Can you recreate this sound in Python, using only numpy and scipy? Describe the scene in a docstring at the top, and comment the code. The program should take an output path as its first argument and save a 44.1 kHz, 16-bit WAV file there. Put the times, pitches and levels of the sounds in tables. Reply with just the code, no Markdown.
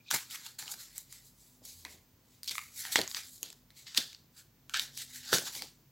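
"""A quiet room rumbles and a few thin squeaks of skin on varnish lead in; then hands draw stiff cards
from a deck and lay them on a mat. Sliding faces hiss, edges and nails tick, bent cards slap and rustle.
Slides are clumped, patchy noise through card resonances; ticks are sharp bursts with short damped rings;
slaps are low decaying pulses; rustle and room are coloured noise, with wavering tones in the room modes."""
import sys
import numpy as np
from scipy import signal
from scipy.io import wavfile
from scipy.ndimage import uniform_filter1d

SR = 44100
rng = np.random.default_rng(int(sys.argv[2]) if len(sys.argv) > 2 else 0)


def ratio(d):
    """dB to gain"""
    e = np.asarray(d, float) / 20
    return 10 ** e


def inscribe(sig):
    """Save sig as 16-bit PCM at rate SR to the path in sys.argv[1].

    A 1-D sig is mono; a 2-D sig holds one channel per row.
    Samples are clipped to [-1, 1] before scaling.
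    """
    pcm = np.round(np.clip(np.atleast_2d(sig).T, -1, 1) * 32767)
    wavfile.write(sys.argv[1], SR, pcm.astype(np.int16))


N = 260631  # length in samples

# The two bending modes of the held card move with its free length and grip. Each row: time in seconds,
# upper mode in Hz, its level in dB, lower mode in Hz, its level in dB, both over the fixed ring of the deck.
BENDING_MODES = [(0.107, 1550, -3, 1000, -16), (0.15, 1900, -6, 800, -11), (0.31, 2050, -6, 1200, -12),
                 (0.36, 1900, -6, 1250, -12), (0.47, 1780, -8, 850, -13), (0.59, 1780, 3, 900, -16),
                 (0.63, 1750, -4, 880, -9), (0.74, 1600, -6, 800, -12), (0.82, 1900, -6, 1380, 0),
                 (1.13, 2150, 0, 1200, -15), (1.73, 2350, 3, 1200, -15), (1.85, 2030, 8, 990, -2),
                 (2.3, 2030, 4, 1000, -10), (2.46, 2400, 0, 1250, -15), (2.55, 2200, 2, 1250, -5),
                 (2.72, 2200, 0, 1230, 0), (2.78, 2050, 7, 1200, -15), (2.9, 1750, 9, 800, -3),
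                 (2.96, 2000, 0, 900, -12), (3.15, 1900, -3, 1200, -12), (3.45, 1894, 0, 980, -10),
                 (3.8, 2150, 6, 1000, -20), (4.0, 1800, 3, 1000, -20), (4.75, 1500, 6, 1250, -10),
                 (4.83, 1800, 3, 900, -15), (5.05, 1950, 12, 1100, -20), (5.17, 1950, 12, 1000, -15),
                 (5.3, 1520, 12, 850, -20), (5.5, 1800, -2, 950, -13), (5.62, 2250, -4, 850, -13)]
# The fine bright edge of slides and ticks. Each row: frequency in Hz, relative density in dB per Hz.
SHEEN_SPECTRUM = [(5290, -16.5), (9000, 3.5), (11700, 4.5), (15800, 0.5)]


def evened(x):
    """Scales to rms 1."""
    return x / np.sqrt(np.mean(x ** 2) + 1e-20)


def drift(size):
    """Slow random wander of rms 1: noise averaged twice over size samples."""
    once = uniform_filter1d(rng.standard_normal(N), size=size)
    return evened(uniform_filter1d(once, size=size))


def coloured(x, points):
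    """Filters by a spectrum drawn on a log-frequency axis, causally, keeping unit power for white input."""
    f, db = np.transpose(points)
    hz = np.abs(np.fft.fftfreq(8192, 1 / SR))
    log_gain = np.log(ratio(np.interp(np.log(hz + 1), np.log(f + 1), db)))
    minimum_phase = np.exp(np.conj(signal.hilbert(log_gain)))
    taps = np.fft.ifft(minimum_phase).real[:4096]
    return signal.oaconvolve(x, taps / np.linalg.norm(taps))[:len(x)]


def resonate(x, hz, width):
    """Shifts hz down to zero, smooths, and shifts back: a resonance of gain 1 that may glide."""
    turn = np.exp(2j * np.pi * np.cumsum(hz * np.ones(len(x))) / SR)
    r = np.exp(-np.pi * width / SR)
    return 2 * (turn * signal.lfilter([1 - r], [1, -r], x / turn)).real


def ring(t, hz, t60):
    """One damped mode: a sine falling 60 dB in t60 seconds."""
    return np.sin(2 * np.pi * hz * t) * ratio(-60 * t / t60)


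def add(mix, s, sound):
    """Mixes a sound in at time s."""
    part = mix[round(s * SR):][:len(sound)]
    part += sound[:len(part)]


def curve(rows):
    """Joins the rows of a table by straight lines in time, one array a column."""
    s, *columns = np.transpose(rows)
    return [np.interp(np.arange(N) / SR, s, c) for c in columns]


def swells(s, db, swell_ms, fade_ms, power=1):
    """Power of each event on a millisecond grid: a rise and fall of 20 dB in the given times."""
    late_ms = np.arange(N * 1000 // SR + 2)[:, None] - 1000 * s
    away = np.maximum(late_ms / fade_ms, -late_ms / swell_ms)
    return ratio(db - 20 * away ** power) ** 2 + 1e-30


def per_sample(v):
    """From the millisecond grid to samples."""
    return np.interp(np.arange(N) / SR, np.arange(len(v)) / 1000, v)


def grit(per_s, spread_db, smooth, lump_db):
    """Countless tiny slips of uneven size over a smooth hiss, coming in short clumps."""
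    hits = rng.random(N) < per_s / SR
    sizes = ratio(spread_db * np.minimum(rng.exponential(1, N), 4))
    slips = hits * sizes * rng.standard_normal(N)
    lumps = drift(300)
    return evened((evened(slips) + smooth * rng.standard_normal(N)) * ratio(lump_db * lumps))


def patchy(x, patch_db):
    """The contact patch keeps changing, so bands a few hundred Hz wide come and go."""
    hz, t, z = signal.stft(x, SR, nperseg=256)
    field = uniform_filter1d(rng.standard_normal((len(t), len(hz))), size=14, axis=0)
    field = evened(uniform_filter1d(field, size=3, axis=1))
    return evened(signal.istft(z * ratio(patch_db * field.T), SR, nperseg=256)[1][:len(x)])


def card(x):
    """The broad fixed resonances of card and deck, summed with alternating sign."""
    # Each row: resonance in Hz, width in Hz, level in dB.
    deck_modes = [(900, 400, -11), (1300, 500, -3), (2200, 700, -3)]
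    total = 0
    for k, (hz, width, db) in enumerate(deck_modes):
        total = total + (-1) ** k * ratio(db) * resonate(resonate(x, hz, width), hz, width)
    return evened(total)


def room_tone():
    """Broad floor and a faint drone in each room mode, wavering in pitch and level."""
    # Room tone and hiss. Each row: frequency in Hz, relative density in dB per Hz.
    floor_spectrum = [(18, -19), (30, -22.5), (118, -0.5), (303, -13), (684, -26), (962, -20.5),
                      (1250, -24), (1960, -24), (2350, -25.5), (6720, -26), (7870, -30.5), (8980, -36.5),
                      (14800, -21), (16000, -21)]
    # Where rumble gathers. Each row: mode in Hz, width of its pitch wander in Hz.
    room_modes = [(48, 0.85), (84, 8), (135, 3.5), (248, 3.7)]
    # Swell and fade of the drone. Each row: time in seconds, then the level in dB in each of the four modes.
    drone_levels = [(0, -90, -102, -108, -77.5), (1.0, -73, -77, -76.5, -88), (1.45, -75, -104, -82, -76.5),
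                    (1.7, -73, -70, -97, -72.5), (2.1, -79, -76.5, -83.5, -82),
                    (3.2, -82, -73.5, -90.5, -75), (3.55, -77.5, -100, -77, -77), (4.4, -82, -84, -79, -92),
                    (4.9, -70.5, -80, -70.5, -70), (5.2, -74.5, -71.5, -72, -69),
                    (5.91, -71.5, -100.5, -72, -80)]
    tone = ratio(-66) * coloured(rng.standard_normal(N), floor_spectrum)
    for (hz, width), db in zip(room_modes, curve(drone_levels)):
        waver = drift(4000)
        flutter = drift(2500)
        phase = 2 * np.pi * np.cumsum(hz + width / 2 * waver) / SR
        tone += ratio(db + 3 * flutter) * np.sqrt(2) * np.sin(phase)
    return tone


def flexing():
    """Cards flexing in the hand push air: a low, clumpy rustle that swells over a faint resting level."""
    # Each row: peak time in seconds, level in dB, time to fade 20 dB in ms.
    flexes = [(0.14, -43.5, 57), (0.63, -66, 149), (0.74, -66.5, 60), (1.62, -64, 85), (1.861, -60, 205),
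              (2.511, -58, 78), (2.993, -36, 63), (3.17, -63, 106), (3.437, -56.5, 103),
              (3.991, -53.5, 114), (4.772, -63.5, 311), (5.341, -34, 82.5), (5.48, -61.5, 95.5),
              (5.56, -56, 120), (5.622, -54, 52)]
    # Colour of the rustle. Each row: frequency in Hz, relative density in dB per Hz.
    air_spectrum = [(53, -46.5), (110, -8), (220, -4.5), (416, -6), (636, -8.5), (802, -11.5), (900, -14),
                    (1170, -19.5), (1980, -120)]
    s, db, fade_ms = np.transpose(flexes)
    rest = ratio(-79)
    flex = np.sqrt(swells(s, db, 25, fade_ms).sum(1) + rest ** 2)
    rustle = coloured(grit(per_s=2000, spread_db=1.5, smooth=2.4, lump_db=3.5), air_spectrum)
    return per_sample(flex) * rustle


def squeaks():
    """Skin on card varnish: hiss in one narrow gliding resonance, quick to start and slower to fade."""
    # Each row: start in seconds, level in dB, pitch in Hz, pitch at the end in Hz, length in seconds.
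    squeak_rows = [(0.001, -64, 2380, 2386, 0.016), (0.061, -61, 2500, 2500, 0.012),
                   (0.075, -59, 2460, 2400, 0.023), (0.087, -48.5, 3900, 3800, 0.009),
                   (1.12, -70.5, 2150, 1810, 0.12)]
    out = np.zeros(N)
    noises = rng.standard_normal((len(squeak_rows), SR // 5))
    for (s, db, hz, end_hz, length), noise in zip(squeak_rows, noises):
        u = np.arange(0, length, 1 / SR) / length
        glide = hz + (end_hz - hz) * u
        tone = evened(resonate(resonate(noise[:len(u)], glide, 240), glide, 240))
        add(out, s, ratio(db) * np.sin(np.pi * u ** 0.86) * tone)
    return out


def slides():
    """One rubbing force drives face hiss, sheen and a body ring that moves as the free length changes."""
    # Faces sliding on each other, on skin and on the mat. Each row: peak in seconds, rubbing force in dB,
    # time to swell 20 dB in ms, time to fade 20 dB in ms, dullness in dB, body ring in dB over the force.
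    strokes = [(0.088, -60.5, 41, 31, 17, -21.5), (0.108, -34.5, 5.5, 125, -1, -9),
               (0.141, -34.5, 19.5, 46.5, -12.5, 0.5), (0.314, -46.5, 31, 88.0, 0, -15),
               (0.356, -44.5, 66, 22, -5, 0), (0.375, -54, 60.0, 150.0, -1, -6),
               (0.468, -43, 49, 12, 1.5, -10), (0.485, -54, 150.0, 102, -0.5, -11),
               (0.588, -42, 3.5, 74, -4.5, -8), (0.621, -50.5, 30, 241, -1, -9.5),
               (0.69, -54, 88, 97, -1, 3), (0.718, -43.5, 26, 35, -13, -13),
               (0.813, -50.5, 71, 129, -4, -9.5), (0.982, -52, 68, 66, -9, -14),
               (1.134, -55.5, 79, 160, -4.5, -13.5), (1.249, -63.5, 11, 127, -13, -36),
               (1.431, -66, 105, 237, -11.5, -20), (1.66, -54, 33.0, 290, -7.5, -18.5),
               (1.855, -63, 15, 169, -3, 19), (1.913, -56.5, 67, 98, -2.5, -11),
               (2.349, -69, 171, 149, -2, -14), (2.437, -55, 4, 345.5, -3.5, -15.5),
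               (2.482, -35, 4, 24, 6, -21), (2.515, -38.5, 13, 33, 2, -9), (2.555, -52, 37, 79, -13, -10),
               (2.58, -53.5, 21, 187.5, -9.5, -1.5), (2.796, -44.5, 67.5, 166.5, -10, -13),
               (2.85, -48, 81.5, 324.5, 1.5, 2.5), (2.927, -34, 17.5, 72, -4.5, -15.5),
               (2.959, -34.5, 12.5, 108, 5, -7.5), (3.102, -55.5, 52, 364, -17, -17),
               (3.162, -43, 36, 128, 2, -6.5), (3.359, -58.5, 308, 178, -10, -34.5),
               (3.433, -50.5, 4, 125, 4.5, -13), (3.71, -71.5, 17, 65, 3, -7),
               (3.78, -53.5, 37, 114.5, 0, -15.5), (3.874, -48.5, 17, 110.5, 10, -10.5),
               (3.978, -20.5, 5.5, 7.5, 6.5, -16), (3.981, -33, 31.5, 50, 4, -8.5),
               (4.026, -49, 16, 153.5, 6.5, -13.5), (4.384, -56, 48, 68, -4.5, -8.5),
               (4.701, -61.5, 4, 215.5, 0, 4.5), (4.743, -36.5, 5.5, 118, 13, 3.5),
               (4.818, -43, 75, 80, -5, -13), (4.978, -48, 51, 61, -1, -27.5),
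               (5.018, -41.5, 71, 42, 0.5, -12.5), (5.11, -55, 112, 217.5, -1.5, -10),
               (5.158, -48, 40, 80, -6, -8.5), (5.307, -45.5, 121, 113, 6, -1),
               (5.335, -24.5, 15, 66.5, 0.5, -5), (5.355, -42.5, 152.5, 271, -1.5, -13),
               (5.478, -40, 45, 41.5, 2.5, -8.5), (5.549, -44, 51, 116, -5, -14),
               (5.624, -48.5, 67.5, 92, 7, -11)]
    # Hiss of sliding faces. Each row: frequency in Hz, relative density in dB per Hz.
    face_spectrum = [(1530, -71), (2550, -12.5), (3000, -2), (3900, 3.5), (4680, 4), (5190, 1.5), (7310, 0),
                     (9000, -5), (11700, -75.5), (19800, -120)]
    s, db, swell_ms, fade_ms, dull, ringing = np.transpose(strokes)
    power = swells(s, db, swell_ms, fade_ms, power=1.2)  # over 1 rounds the top of each stroke
    total = power.sum(1)
    force = per_sample(np.sqrt(total))
    dull_db = per_sample(power @ dull / total)  # overlapping strokes blend by power
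    body_db = per_sample(power @ ringing / total)
    sheen_db = -4 - 0.69 * dull_db  # a duller stroke has less fine sheen
    upper_hz, upper_db, lower_hz, lower_db = curve(BENDING_MODES)
    rub = patchy(grit(per_s=5000, spread_db=2.0, smooth=1.2, lump_db=1.3), patch_db=2.2)

    upper = evened(resonate(resonate(rub, upper_hz, 650), upper_hz, 650))
    lower = evened(resonate(resonate(rub, lower_hz, 250), lower_hz, 220))
    body = card(rub) + ratio(upper_db) * upper + ratio(lower_db) * lower
    body = body / np.sqrt(1 + ratio(upper_db) ** 2 + ratio(lower_db) ** 2)

    face = coloured(rub, face_spectrum)
    dark = signal.sosfiltfilt(signal.butter(2, 5300, fs=SR, output="sos"), face)
    face = ratio(dull_db / 2) * dark + ratio(-dull_db / 2) * (face - dark)  # dullness tilts the hiss
    return force * (face + ratio(body_db) * body + ratio(sheen_db) * coloured(rub, SHEEN_SPECTRUM))


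def ticks():
    """Each tick: a sharp release with a brief rattle, short rings of card and edge, and a dying scrape."""
    # Edges slipping free, nails and corners striking. Each row: start in seconds, peak level in dB,
    # card ring in dB over the edge, edge ring in Hz, sheen in dB over the snap.
    tick_rows = [(0.1055, -27, -28, 3520, -1), (0.112, -12, -6.5, 5770, 2), (0.31, -30, -39, 3130, 4),
                 (0.358, -31, -13, 3230, 1), (0.374, -39, -6, 4500, -10), (0.626, -34.5, 1, 4400, -10),
                 (0.6585, -37, -9, 4500, 2), (0.6793, -27.5, -34, 3000, -16), (0.74, -32.5, -2, 4130, -17),
                 (0.9801, -23.5, -57, 7670, 38), (1.126, -33, -14, 7440, 12), (1.652, -32, -20, 7850, 14),
                 (1.8505, -25.5, -4, 4020, -5), (2.4323, -26, -39, 4830, 30), (2.4438, -33, -37, 4560, 11),
                 (2.461, -37, -26, 4330, 12.5), (2.4767, -23.5, -40, 5430, 0), (2.494, -22, -29, 4860, -4),
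                 (2.5106, -26.5, -34, 4300, 10), (2.5538, -28, 1.5, 3620, -8.5),
                 (2.5812, -20.5, 4.5, 3600, 0), (2.591, -29, 3.5, 2440, -6), (2.852, -29, 2.5, 2940, 0.5),
                 (2.9578, -6, 1, 2820, -6.5), (2.99, -14, -5, 4140, -3), (3.0152, -14.5, -25, 4380, 0),
                 (3.077, -23, -15, 6640, -6.5), (3.114, -26, -15.5, 4740, -8),
                 (3.147, -18.5, -15, 4800, -26), (3.1684, -26.5, -5, 3870, -27),
                 (3.43, -18.5, -35, 6600, 12.5), (3.5023, -33.5, -22, 7540, -6),
                 (3.5284, -36, -16, 5080, 5), (3.7046, -44, -9.5, 4000, -6),
                 (3.8682, -34.5, -8.5, 4000, -22), (3.9473, -25.5, -38, 3850, -15),
                 (3.975, -7.5, -46.5, 4130, -4.5), (4.13, -38, -33, 3790, -12),
                 (4.1476, -34.5, -37.5, 4620, -25), (4.6955, -31.5, -11, 2980, -7),
                 (4.7382, -22.5, -38, 3260, -16), (4.7423, -15, -4.5, 2820, -14),
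                 (4.772, -21, -26, 4530, -4), (4.7956, -14.5, -48, 3880, -10),
                 (4.975, -24.5, -20, 5840, -0.5), (5.33, -11.5, 4.5, 3670, -16),
                 (5.3469, -30, -21, 4920, -4.5), (5.384, -17.5, -8, 5530, -15),
                 (5.552, -29.5, -10, 4550, -6), (5.6215, -22.5, -8, 4620, -1.5)]
    # Colour of snap and scrape. Each row: frequency in Hz, relative density in dB per Hz.
    snap_spectrum = [(410, -52), (700, -31.5), (1310, -15.5), (2300, 1), (3160, 6), (5560, 2.5),
                     (7350, 1.5), (9000, -8.5), (11700, -38), (19800, -120)]
    card_t60, edge_t60 = 0.007, 0.007  # seconds
    out, scrape = np.zeros(N), np.zeros(N)
    t = np.arange(SR // 5) / SR
    short = t[:1300]
    noises = rng.standard_normal((len(tick_rows), 1300))
    modes = curve(BENDING_MODES)
    for (s, db, card_db, edge_hz, sheen_db), noise in zip(tick_rows, noises):
        upper_hz, upper_db, lower_hz, lower_db = (c[round(s * SR)] for c in modes)
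        burst = 0.55 * noise * ratio(-60 * short / 0.009) + (short == 0)  # rattle and one click
        snap = coloured(burst, snap_spectrum) + ratio(sheen_db) * coloured(burst, SHEEN_SPECTRUM)
        edge = snap / abs(snap).max() + 0.92 * ring(short, edge_hz, edge_t60)
        bend = ring(short, upper_hz, card_t60)
        bend = bend + ratio(lower_db - upper_db) * ring(short, lower_hz, 1.8 * card_t60)
        both = edge / abs(edge).max() + ratio(card_db) * bend
        # nothing radiates under the lowest mode
        both = signal.sosfilt(signal.butter(6, 0.85 * lower_hz, "high", fs=SR, output="sos"), both)
        fade = np.cos(np.pi / 2 * short / short[-1])
        add(out, s, ratio(db) * both / abs(both).max() * fade)
        add(scrape, s, ratio(db - 35.5 - 60 * t / 0.0067))
    rub = rng.standard_normal(N)
    return out + scrape * (coloured(rub, snap_spectrum) + 0.42 * card(rub))


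def flaps():
    """A bent card slapping flat pushes air: a soft, low, quickly damped pulse."""
    # Each row: start in seconds, level in dB ahead of damping and soft onset, settled pitch in Hz,
    # time to fall 60 dB in seconds.
    flap_rows = [(0.134, -30, 810, 0.0091), (0.145, -39.5, 132, 0.072), (2.957, -13, 313, 0.007),
                 (2.987, -18.5, 453, 0.025), (2.99, -10, 328.4, 0.0067), (3.014, -32, 204, 0.012),
                 (3.428, -41, 310, 0.021), (3.983, -29.5, 249, 0.024), (5.328, -14, 420, 0.015),
                 (5.338, -16.5, 329, 0.0099)]
    out, t = np.zeros(N), np.arange(SR // 8) / SR
    onset = 1 - np.exp(-t / 0.0011)
    for s, db, hz, t60 in flap_rows:
        cycles = hz * (t + 0.00022 * (1 - np.exp(-t / 0.0024)))  # pitch sags as the card settles
        add(out, s, ratio(db - 60 * t / t60) * np.cos(2 * np.pi * cycles) * onset)
    return out


def reflections(x):
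    """Table, hands and walls: dense taps of random sign dying away."""
    t = np.arange(SR // 3) / SR
    signs = rng.choice([-1., 1.], len(t))
    present = (rng.random(len(t)) < 0.15) * (t > 0.004)
    taps = signs * present * ratio(-60 * t / 0.29)
    return signal.oaconvolve(x, taps / np.linalg.norm(taps))[:N]


def scene():
    """Everything reaches both channels alike; the low flaps and rustle are near-field and dry."""
    hands = slides() + ticks() + squeaks()
    mono = hands + ratio(-12.5) * reflections(hands) + flaps() + flexing() + room_tone()
    return np.tile(mono, (2, 1))


def low_pass(x):
    """Removes everything above the highest recorded frequency."""
    return signal.sosfilt(signal.butter(12, 16950, fs=SR, output="sos"), x)


def record(dry):
    """Adds a trace of hiss in opposite sign to the two channels, then cuts the bass and limits the band."""
    # Colour of the left-right unlike hiss. 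Each row: frequency in Hz, relative density in dB per Hz.
    side_spectrum = [(18, -44), (30, -9), (81, 2), (1070, -7.5), (1160, -9.5), (3580, -7.5), (16000, -9)]
    side = ratio(-76.0) * coloured(rng.standard_normal(N), side_spectrum)
    stereo = dry + np.array([side, -side])
    bass_cut = signal.sosfilt(signal.butter(4, 42, "high", fs=SR, output="sos"), stereo)
    mix = signal.oaconvolve(bass_cut, signal.firwin(511, 16050, fs=SR)[None], "same")
    return low_pass(mix)


dry = scene()
out = record(dry)
inscribe(out)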